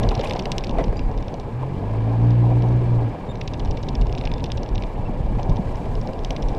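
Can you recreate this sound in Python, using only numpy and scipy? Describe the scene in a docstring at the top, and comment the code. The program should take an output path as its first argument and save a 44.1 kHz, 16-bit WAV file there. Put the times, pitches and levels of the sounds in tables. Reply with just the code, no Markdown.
"""The four-cylinder engine of an off-road car idles, pulls briefly and drops back on a stony forest track.
Its firing orders are near sines weighted by exhaust resonance; noise through panel modes makes its clatter.
At idle a loose part rattles about once per crank turn: clicks with gritty tails excite its modes.
Coloured noise makes the body's shake, roar and hiss; stones ring the floor pan with noisy contact forces.
Damped sines thud off rocks, crackling noise is twigs on panels, and wavering tones are squeaking joints."""
import sys
import numpy as np
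from scipy import signal
from scipy.fft import rfft, irfft
from scipy.io import wavfile

SR = 44100
rng = np.random.default_rng(int(sys.argv[2]) if len(sys.argv) > 2 else 0)


def pcm_store(signal):
    """Save signal as 16-bit PCM."""
    levels = np.round(np.clip(np.atleast_2d(signal), -1, 1) * 32767)
    wavfile.write(sys.argv[1], SR, levels.astype(np.int16).T)


N = 290178


def from_db(db):
    """Amplitude ratio from its logarithmic level in decibels."""
    return 10 ** (np.asarray(db) / 20)


def rms_one(x):
    """Normalise to unit mean-square power."""
    return x / np.sqrt(np.mean(x ** 2) + 1e-20)


def in_time(rows):
    """Linear interpolation of each column to one value per sample."""
    s, *columns = np.transpose(rows)
    return [np.interp(np.arange(N) / SR, s, column) for column in columns]


def at_hz(points, hz):
    """Interpolation of a spectrum in dB along a logarithmic frequency axis."""
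    points_hz, points_db = np.array(points).T
    return np.interp(np.log(hz), np.log(points_hz), points_db)


def drift(rate_hz):
    """Slow random fluctuation of spread 1: white noise through two equal one-pole low-passes."""
    step = 40   # samples between the coarse values
    pole = np.exp(-2 * np.pi * rate_hz * step / SR)
    coarse = rng.standard_normal(N // step + 2002)
    slow = signal.lfilter([1], [1, -2 * pole, pole ** 2], coarse)[2000:]   # without the settling time
    return np.interp(np.arange(N) / step, np.arange(len(slow)), rms_one(slow))


def resonate(x, hz, width_hz):
    """Damped mode as a two-pole resonance with unit gain at its peak."""
    r = np.exp(-np.pi * width_hz / SR)
    zeros = np.array([1, 0, -1]) * (1 - r * r) / 2
    return signal.lfilter(zeros, [1, -2 * r * np.cos(2 * np.pi * hz / SR), r * r], x)


def patchy_noise(spectrum, shared_db, own_db, rate_hz):
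    """Spectral shaping of noise, in half-octave bands that flicker partly together, partly alone; rms 1."""
    hz = np.arange(N // 2 + 1) * SR / N + 1e-3
    shaped = rfft(rng.standard_normal(N)) * from_db(at_hz(spectrum, hz))
    half_octaves = 2 * np.log2(hz)
    lowest, highest = 2 * np.log2(spectrum[0][0]), 2 * np.log2(spectrum[-1][0])
    out, together = 0, drift(rate_hz)
    for centre in np.arange(lowest, highest + 1):
        # overlapping bands sum to one
        window = np.cos(np.pi / 2 * np.clip(half_octaves - centre, -1, 1)) ** 2
        flicker_db = shared_db * together + own_db * drift(rate_hz)
        out = out + irfft(shaped * window, N) * from_db(flicker_db)
    return rms_one(out)


def exhaust(firing_hz, load_db):
    """Harmonic source and resonator: each firing order is as loud as the pipe lets its pitch out."""
    # Exhaust response, booming where the pipe resonates. 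Each row: frequency in Hz, gain in dB.
    pipe = [(25, -31), (60, -11), (86, -17.5), (102, -6.5), (118, 4), (130, -4), (143, -19.5), (165, -24.5),
            (179, -12.5), (205, -27), (235, -20), (260, -19.5), (292, -11.5), (335, -33), (360, -18.5),
            (450, -45.5), (800, -35)]
    brass_db_per_octave = 20   # upper orders grow with engine speed
    firing_phase = 2 * np.pi * np.cumsum(firing_hz * (1 + 0.0023 * drift(8.3))) / SR
    out = np.zeros(N)
    for order in range(1, 13):
        pipe_db = at_hz(pipe, order * firing_hz)
        brass_db = (order > 3) * brass_db_per_octave * np.log2(firing_hz / 59)
        flutter_db = 0.82 * np.sqrt(order) * drift(8.3)
        gain = np.sqrt(2) * from_db(load_db + pipe_db + brass_db + flutter_db)
        out += gain * np.sin(order * firing_phase + rng.uniform(0, 2 * np.pi))
    return out, firing_phase


def engine_bay(firing_phase, firing_hz, roar_swing_db):
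    """Forced vibration: valve-gear clatter pulses a little with the firings and rings in two panels."""
    # Spectrum of the clatter. Each row: frequency in Hz, density in dB per Hz.
    clatter = [(1000, 10), (1250, 1.5), (1420, -2), (1640, -2.5), (2100, -3.5), (2400, -7.5), (2750, -5.5),
               (3600, -11.5), (5100, -18), (5700, -25.5), (7000, -36)]
    # Panel resonances. Each row: frequency in Hz, width in Hz, level in dB.
    panels = [(1660, 60, -15), (2340, 110, -14)]
    base_db, roar_share = -47, 0.83   # level at mean roar and idle; share of the roar's swing
    idle_hz, db_per_octave = 32, 2.5   # firings per second at idle; rise with engine speed
    level_db = base_db + roar_share * roar_swing_db + db_per_octave * np.log2(firing_hz / idle_hz)
    noise = patchy_noise(clatter, shared_db=0.55, own_db=1.23, rate_hz=29)
    noise = noise * from_db(1.4 * np.sin(firing_phase))
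    rung = sum(from_db(db) * rms_one(resonate(noise, hz, width)) for hz, width, db in panels)
    return from_db(level_db) * (noise + rung)


def chassis_shake(shake_db):
    """Random vibration: low noise whose level follows the ride."""
    # Spectrum of the shake. Each row: frequency in Hz, density in dB per Hz.
    spectrum = [(12, -1), (25, 0), (36, 2), (60, -6.5), (90, -7), (125, -6), (180, -19.5), (260, -18.5),
                (400, -38)]
    return from_db(shake_db) * patchy_noise(spectrum, shared_db=2.0, own_db=2.0, rate_hz=7.4)


def tyre_roar(roar_db):
    """Broadband excitation: tyre and body noise coloured by a fixed spectrum."""
    # Spectrum of the roar. Each row: frequency in Hz, density in dB per Hz.
    spectrum = [(88, -23.5), (150, 2.5), (199, -0.5), (337, -4), (446, -2), (691, -6.5), (757, -5),
                (980, -10.5), (1360, -34), (1640, -56), (4840, -120)]
    return from_db(roar_db) * patchy_noise(spectrum, shared_db=1.5, own_db=1.5, rate_hz=17.4)


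def treble_hiss(roar_swing_db):
    """Amplitude modulation: high noise partly follows the roar and swells once."""
    # Spectrum of the hiss. Each row: frequency in Hz, density in dB per Hz.
    spectrum = [(4000, -4), (5800, -8.5), (8200, -9.5), (9000, -17.5), (10500, -16), (11600, -15.5),
                (12600, -21.5), (15500, -40)]
    base_db, roar_share = -64, 0.81   # level at mean roar; share of the roar's swing
    swell_s, swell_width_s, swell_db = 5.86, 0.19, 4
    swell = np.exp(-((np.arange(N) / SR - swell_s) / swell_width_s) ** 2)
    level_db = base_db + roar_share * roar_swing_db + swell_db * swell
    return from_db(level_db) * patchy_noise(spectrum, shared_db=1.5, own_db=-0.1, rate_hz=37)


def rattle(scratch_s=0.0014, buzz_s=0.0072, buzz_db=-26):
    """Impact excitation of modes: edge contacts favour the high ones, flat contacts the low ones."""
    # Taps of the loose part, often rebounding.
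    # Each row: time in seconds, tap level in dB, edge contact from 0 (flat) to 1 (edge).
    taps = [(0.031, -24.0, 0.6), (0.0348, -19, 0.4), (0.0892, -14.5, 0.64), (0.1087, -23, 0.13),
            (0.1426, -29, 0), (0.1496, -25, 0.5), (0.152, -19, 0.4), (0.1765, -26, 0.1),
            (0.1946, -21.0, 0.0), (0.1996, -24, 0.0), (0.2087, -25, 0.5), (0.2126, -23.5, 0.5),
            (0.2535, -27, 0.0), (0.258, -30, 0.0), (0.2724, -24, 0.57), (0.2964, -19, 0.4),
            (0.3094, -14.5, 0.1), (0.3242, -23, 0), (0.3344, -18.5, 0.7), (0.3614, -23, 0.3),
            (0.3665, -18.5, 0), (0.392, -18, 0.6), (0.3954, -16.5, 0.27), (0.4229, -30, 0.5),
            (0.4553, -15, 0.4), (0.5175, -9, 0.83), (0.523, -20.5, 0.1), (0.5812, -10, 0.69),
            (0.587, -28, 0), (0.608, -31, 0.2), (0.6385, -16.5, 0.1), (0.6439, -21, 0.5), (0.669, -25, 0.8),
            (0.6939, -22.5, 0.37), (0.71, -28.5, 0.44), (0.8399, -22.5, 0.4), (0.8438, -25, 0.34),
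            (0.8808, -26.5, 0.0), (0.969, -32, 0.6), (0.9925, -22, 0.3), (1.1138, -37, 0.85),
            (1.1764, -30, 0.4), (1.1854, -32, 0.0), (1.2255, -26.5, 0.3), (1.2818, -29, 0.52),
            (1.3404, -26.5, 0.9), (1.3982, -26.5, 1), (2.3063, -30.5, 0.36), (2.622, -31, 0.45),
            (2.6865, -36.0, 0.81), (3.3553, -30, 0.49), (3.4109, -25, 0.62), (3.414, -17.5, 0.11),
            (3.4765, -18.5, 0.4), (3.479, -21, 0.34), (3.5359, -24.5, 0.65), (3.54, -24, 0.34),
            (3.5958, -24.5, 0.69), (3.6003, -22.5, 0), (3.6489, -27, 0.9), (3.6559, -32, 0.37),
            (3.6743, -30, 0.03), (3.7099, -23, 0.7), (3.7146, -29, 0.2), (3.7707, -24, 0.17),
            (3.7734, -25.5, 0.5), (3.8289, -27, 0.69), (3.8334, -26.5, 0.37), (3.8861, -21, 0.35),
            (3.889, -23, 0.8), (3.9504, -24, 0.45), (3.9528, -22, 0.3), (4.0127, -23, 1),
            (4.0183, -25, 0.3), (4.0683, -26, 0.6), (4.0949, -24, 0), (4.1255, -24, 0.73),
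            (4.1503, -26, 0.33), (4.177, -23.5, 0.0), (4.1823, -24, 0.63), (4.1884, -30, 0.4),
            (4.2115, -22.5, 0.02), (4.2377, -26, 0.06), (4.253, -19, 0.3), (4.257, -25, 0),
            (4.2732, -20, 0.14), (4.3161, -20, 0.15), (4.3381, -21, 0.33), (4.3807, -26, 0.1),
            (4.397, -32, 0.2), (4.4045, -29.5, 0.07), (4.4404, -13.5, 0.3), (4.4427, -29, 0),
            (4.458, -26, 0.3), (4.463, -25, 0.1), (4.5019, -26.5, 0.1), (4.5183, -15.5, 0.64),
            (4.573, -24.5, 0.9), (4.5775, -23.5, 0.22), (4.6321, -25, 0.76), (4.6612, -30, 0.03),
            (4.6891, -28.5, 0.73), (4.7497, -29, 0.76), (4.756, -24.5, 0.37), (4.7794, -20, 0.01),
            (4.8224, -20, 0.2), (4.8362, -22, 0.06), (5.396, -31.5, 0.0), (5.4304, -26.5, 1),
            (5.4953, -26, 1), (5.5018, -34, 0.35), (5.5607, -32, 0.65), (5.5684, -27, 0.2),
            (5.7561, -30, 0.53), (5.9529, -29.0, 0.54), (6.0133, -28.5, 0.66), (6.0728, -27.5, 0.8),
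            (6.133, -28.5, 0.65), (6.1902, -31, 0.6), (6.2361, -30, 0.25), (6.2472, -16, 0.9),
            (6.306, -13.5, 0.55), (6.3635, -21.5, 0.46), (6.367, -23, 0), (6.4228, -23, 0.66),
            (6.4275, -24.5, 0.3), (6.4852, -26, 0.8), (6.4926, -32.5, 0.55), (6.549, -33, 0.8)]
    # Resonances of the part. Each row: frequency in Hz, width in Hz, level in dB.
    part_modes = [(2110, 1200, -7), (2890, 384, -1), (3560, 390, -3.5), (4415, 910, -4), (4776, 594, -1.5),
                  (5630, 860, -7.5)]
    tilt_db_per_octave, pivot_hz = 39.5, 3710   # colour change from flat to edge contact
    stray_share = 0.6   # share of taps followed by a faint stray touch
    ring_db, crack_db, crack_growth = 14.5, -7, 1.71   # mode gain, crack gain, crack dB per tap dB
    s, tap_db, edge = np.transpose(taps)
    luck = rng.random((len(s), 3))
    tap_at = (s * SR).astype(int)
    stray_at = ((s + 0.008 + 0.04 * luck[:, 0]) * SR).astype(int)
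    stray_gain = from_db(-49 + 8 * luck[:, 2]) * (luck[:, 1] < stray_share)
    grit = 0.42 * rng.choice([-1, 1], N)   # scratch strength behind the click

    def tail(clicks, decay_s):
        """Exponential decay after each click, from the next sample on."""
        return signal.lfilter([0, 1], [1, -np.exp(-1 / (decay_s * SR))], clicks)

    def contacts(gain, stray):
        """Impulse and friction: each click drags a gritty tail."""
        clicks = np.full(N + SR, 1e-18)
        clicks[stray_at] = stray
        clicks[tap_at] = gain
        clicks = clicks[:N]
        buzz = from_db(buzz_db) * tail(clicks, buzz_s)   # the part goes on jiggling
        return clicks + grit * (tail(clicks, scratch_s) + buzz)

    ringing = 0
    for k, (hz, width, db) in enumerate(part_modes):
        colour_db = tilt_db_per_octave * (edge - 0.5) * np.log2(hz / pivot_hz)
        force = contacts(from_db(tap_db + np.minimum(colour_db, 0)), stray_gain)
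        ringing = ringing + (-1) ** k * from_db(db) * resonate(force, hz, width)
    band = signal.butter(3, [1800, 7000], "band", fs=SR, output="sos")
    body = from_db(ring_db) * signal.sosfilt(band, ringing)
    # hard blows crack: treble grows faster than level
    crack = contacts(from_db(crack_growth * tap_db + crack_db), 0)
    return body + resonate(crack, 7500, 2000) + from_db(-9.0) * resonate(crack, 11400, 1500)


def knocks(spread_octaves=0.57, least_db=-38, crunch_db=-23):
    """Modal excitation: a crumbling contact, hardest at first, rings pan modes most near its favoured pitch."""
    # Stones crunching against the floor pan.
    # Each row: time in seconds, level in dB, favoured pitch in Hz, contact time in seconds.
    stones = [(0.044, -11.5, 610, 0.0098), (0.114, -9, 840, 0.014), (0.192, -9.5, 450, 0.013),
              (0.232, -15.5, 800, 0.021), (0.248, -16, 640, 0.03), (0.352, -11.5, 700, 0.011),
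              (0.784, -6, 613, 0.0088), (0.793, -9, 303, 0.013), (0.803, -12, 530, 0.022),
              (0.786, -19.5, 1950, 0.019), (0.927, -13, 458, 0.0065), (1.626, -18.5, 850, 0.015),
              (1.936, -19, 550, 0.015), (2.814, -15, 412, 0.0099), (3.877, -22, 388, 0.0085),
              (5.386, -18, 631, 0.029), (5.519, -21.5, 833, 0.012), (5.672, -17.5, 339, 0.008),
              (5.855, -18, 740, 0.017), (6.087, -17.5, 529, 0.014)]
    # Floor-pan modes. Each row: frequency in Hz, time to decay by 60 dB in seconds.
    pan_modes = [(180, 0.031), (260, 0.011), (340, 0.082), (450, 0.029), (550, 0.031), (650, 0.044),
                 (780, 0.033), (900, 0.084), (1030, 0.039), (2000, 0.047)]
    pan_ring_db = 12   # contact force into the floor pan
    skirt_widening = 4.7   # damping of the pan's mountings: a second, wider pass through each mode
    modes_hz, t60_s = np.array(pan_modes).T
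    widths_hz = np.log(1000) / (np.pi * t60_s)
    force = np.zeros((len(modes_hz), N))
    for s, db, favoured_hz, contact_s in stones:
        octaves = np.log2(modes_hz[:, None] / favoured_hz)
        share_db = np.maximum(-6 * (octaves / spread_octaves) ** 2, least_db)
        start, size = int(s * SR), int(contact_s * SR)
        force[:, start:start + size] += from_db(db + share_db) * np.exp(-1.5 * np.arange(size) / size)
    grit = force * rng.standard_normal(force.shape) + 1e-18
    rung = 0
    for mode_force, hz, width in zip(grit, modes_hz, widths_hz):
        rung = rung + resonate(resonate(mode_force, hz, width), hz, skirt_widening * width)
    low_pass = signal.butter(4, 2400, fs=SR, output="sos")
    pan = from_db(pan_ring_db) * signal.sosfilt(low_pass, rung)
    # the stone itself crumbles, broad and dry
    crunch = resonate(resonate(grit.sum(axis=0), 1900, 1740), 1900, 2800)
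    return from_db(crunch_db) * crunch + pan


def jolts(cycles=1.44):
    """Damped free oscillation: the chassis swings a few cycles after each drop."""
    # Wheels dropping off rocks. Each row: time in seconds, level in dB, pitch in Hz.
    drops = [(0.066, -7.5, 37), (0.176, -11.5, 109), (3.973, -10.5, 43.35), (4.074, -14, 50),
             (4.71, -10, 35), (5.03, -22, 109.8), (5.095, -14, 211), (5.305, -16, 199.8), (5.203, -12, 124),
             (5.37, -13.5, 186), (5.233, -10, 46.2), (5.44, -14, 33), (5.51, -13.5, 32.8), (5.494, -9, 158),
             (5.592, -9, 181.7), (6.448, -13, 35.07)]
    out, t = np.zeros(N + SR), np.arange(SR // 3) / SR
    for s, db, hz in drops:
        envelope = np.exp(-t * hz / cycles) * (1 - np.exp(-t * hz * 4))
        start = int(s * SR)
        out[start:start + len(t)] += from_db(db) * np.sin(2 * np.pi * hz * t) * envelope
    return out[:N]


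def scrapes():
    """Friction noise: a bright crackle sounds while a twig drags."""
    # Twigs dragged along the panels. Each row: start in seconds, length in seconds, level in dB.
    twigs = [(0.228, 0.036, -37.5), (0.253, 0.07, -41.5), (1.747, 0.028, -55)]
    # Spectrum of the scrape. Each row: frequency in Hz, density in dB per Hz.
    spectrum = [(1200, -14), (2400, -12.5), (3000, -10), (4500, -21), (9000, -29.5), (12500, -37),
                (15000, -43)]
    gate = np.zeros(N)
    for s, length_s, db in twigs:
        start, size = int(s * SR), int(length_s * SR)
        gate[start:start + size] = from_db(db) * signal.windows.tukey(size, 0.6)
    return gate * patchy_noise(spectrum, shared_db=4, own_db=2.5, rate_hz=150)


def squeaks():
    """Stick-slip oscillation: tones with overtones waver in pitch and throb as the joint shakes."""
    # Squeaking joints. Each row: start in seconds, length in seconds, pitch in Hz, level in dB,
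    # second harmonic in dB relative to the fundamental.
    joints = [(0.256, 0.0051, 2480, -32, -25), (0.768, 0.011, 2450, -48, -30), (0.915, 0.17, 2390, -58, -5),
              (.962, .025, 2370, -55, 3), (1.105, 0.03, 2780, -50.5, -12), (3.286, 0.039, 3660, -48, -14),
              (4.292, 0.011, 2500, -48, -30), (4.357, 0.025, 3500, -46.5, -25),
              (5.05, 0.033, 2690, -50, -18)]
    throb_db = 7   # greatest level swing either way
    out, waver, throb = np.zeros(N), np.tanh(drift(250)), np.tanh(drift(90))
    for s, length_s, hz, db, over_db in joints:
        span = slice(int(s * SR), int((s + length_s) * SR))
        phase = 2 * np.pi * np.cumsum(hz * (1 + 0.018 * waver[span])) / SR
        overtones = np.sin(2 * phase) + from_db(-10) * np.sin(3 * phase)
        tone = np.sin(phase) + from_db(over_db) * overtones
        gain = from_db(db + throb_db * throb[span])
        out[span] += gain * tone * signal.windows.tukey(len(phase), 0.5)
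    return out


def scene():
    """Superposition: all the sources add at one microphone."""
    # Course of the engine. Each row: time in seconds, firings per second, load level in dB.
    engine = [(0, 32.8, -18.5), (.35, 32.4, -47), (1.05, 32.4, -28.5), (1.3, 34.6, -34), (1.5, 35, -30),
              (1.6, 42.8, -24), (1.75, 45.6, -17), (1.9, 54.3, -23), (2.04, 55.7, -21), (2.28, 58.7, -18.5),
              (2.57, 59.4, -19.5), (2.82, 60.3, -20.5), (3.07, 57.2, -23), (3.15, 56, -41),
              (3.32, 37, -34.5), (4, 31.4, -28), (4.5, 36, -44), (5.45, 31, -37), (6.58, 28.2, -38)]
    # Course of the ride. Each row: time in seconds, chassis shake in dB, tyre and body roar in dB.
    ride = [(0, -19.5, -25), (.31, -28, -28), (.99, -23.5, -31), (1.48, -31, -33), (2.66, -29, -30),
            (3.39, -27.5, -33), (4.03, -20, -31), (4.4, -25, -33), (5.57, -22, -31), (5.75, -24.5, -30.5),
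            (6.17, -25.5, -30.5), (6.58, -24.5, -29.5)]
    firing_hz, load_db = in_time(engine)
    shake_db, roar_db = in_time(ride)
    roar_swing_db = roar_db - roar_db.mean()
    boom, firing_phase = exhaust(firing_hz, load_db)
    clatter = engine_bay(firing_phase, firing_hz, roar_swing_db)
    ground = chassis_shake(shake_db) + tyre_roar(roar_db) + treble_hiss(roar_swing_db)
    contact_sounds = rattle() + knocks() + jolts() + scrapes() + squeaks()
    return (boom + clatter + ground + contact_sounds)[None]


def record(dry):
    """Low-pass filtering: the top is cut, 70 dB down from 15.5 kHz upward."""
    return signal.sosfilt(signal.cheby2(12, 70, 15500, fs=SR, output="sos"), dry)


dry = scene()
out = record(dry)
pcm_store(out)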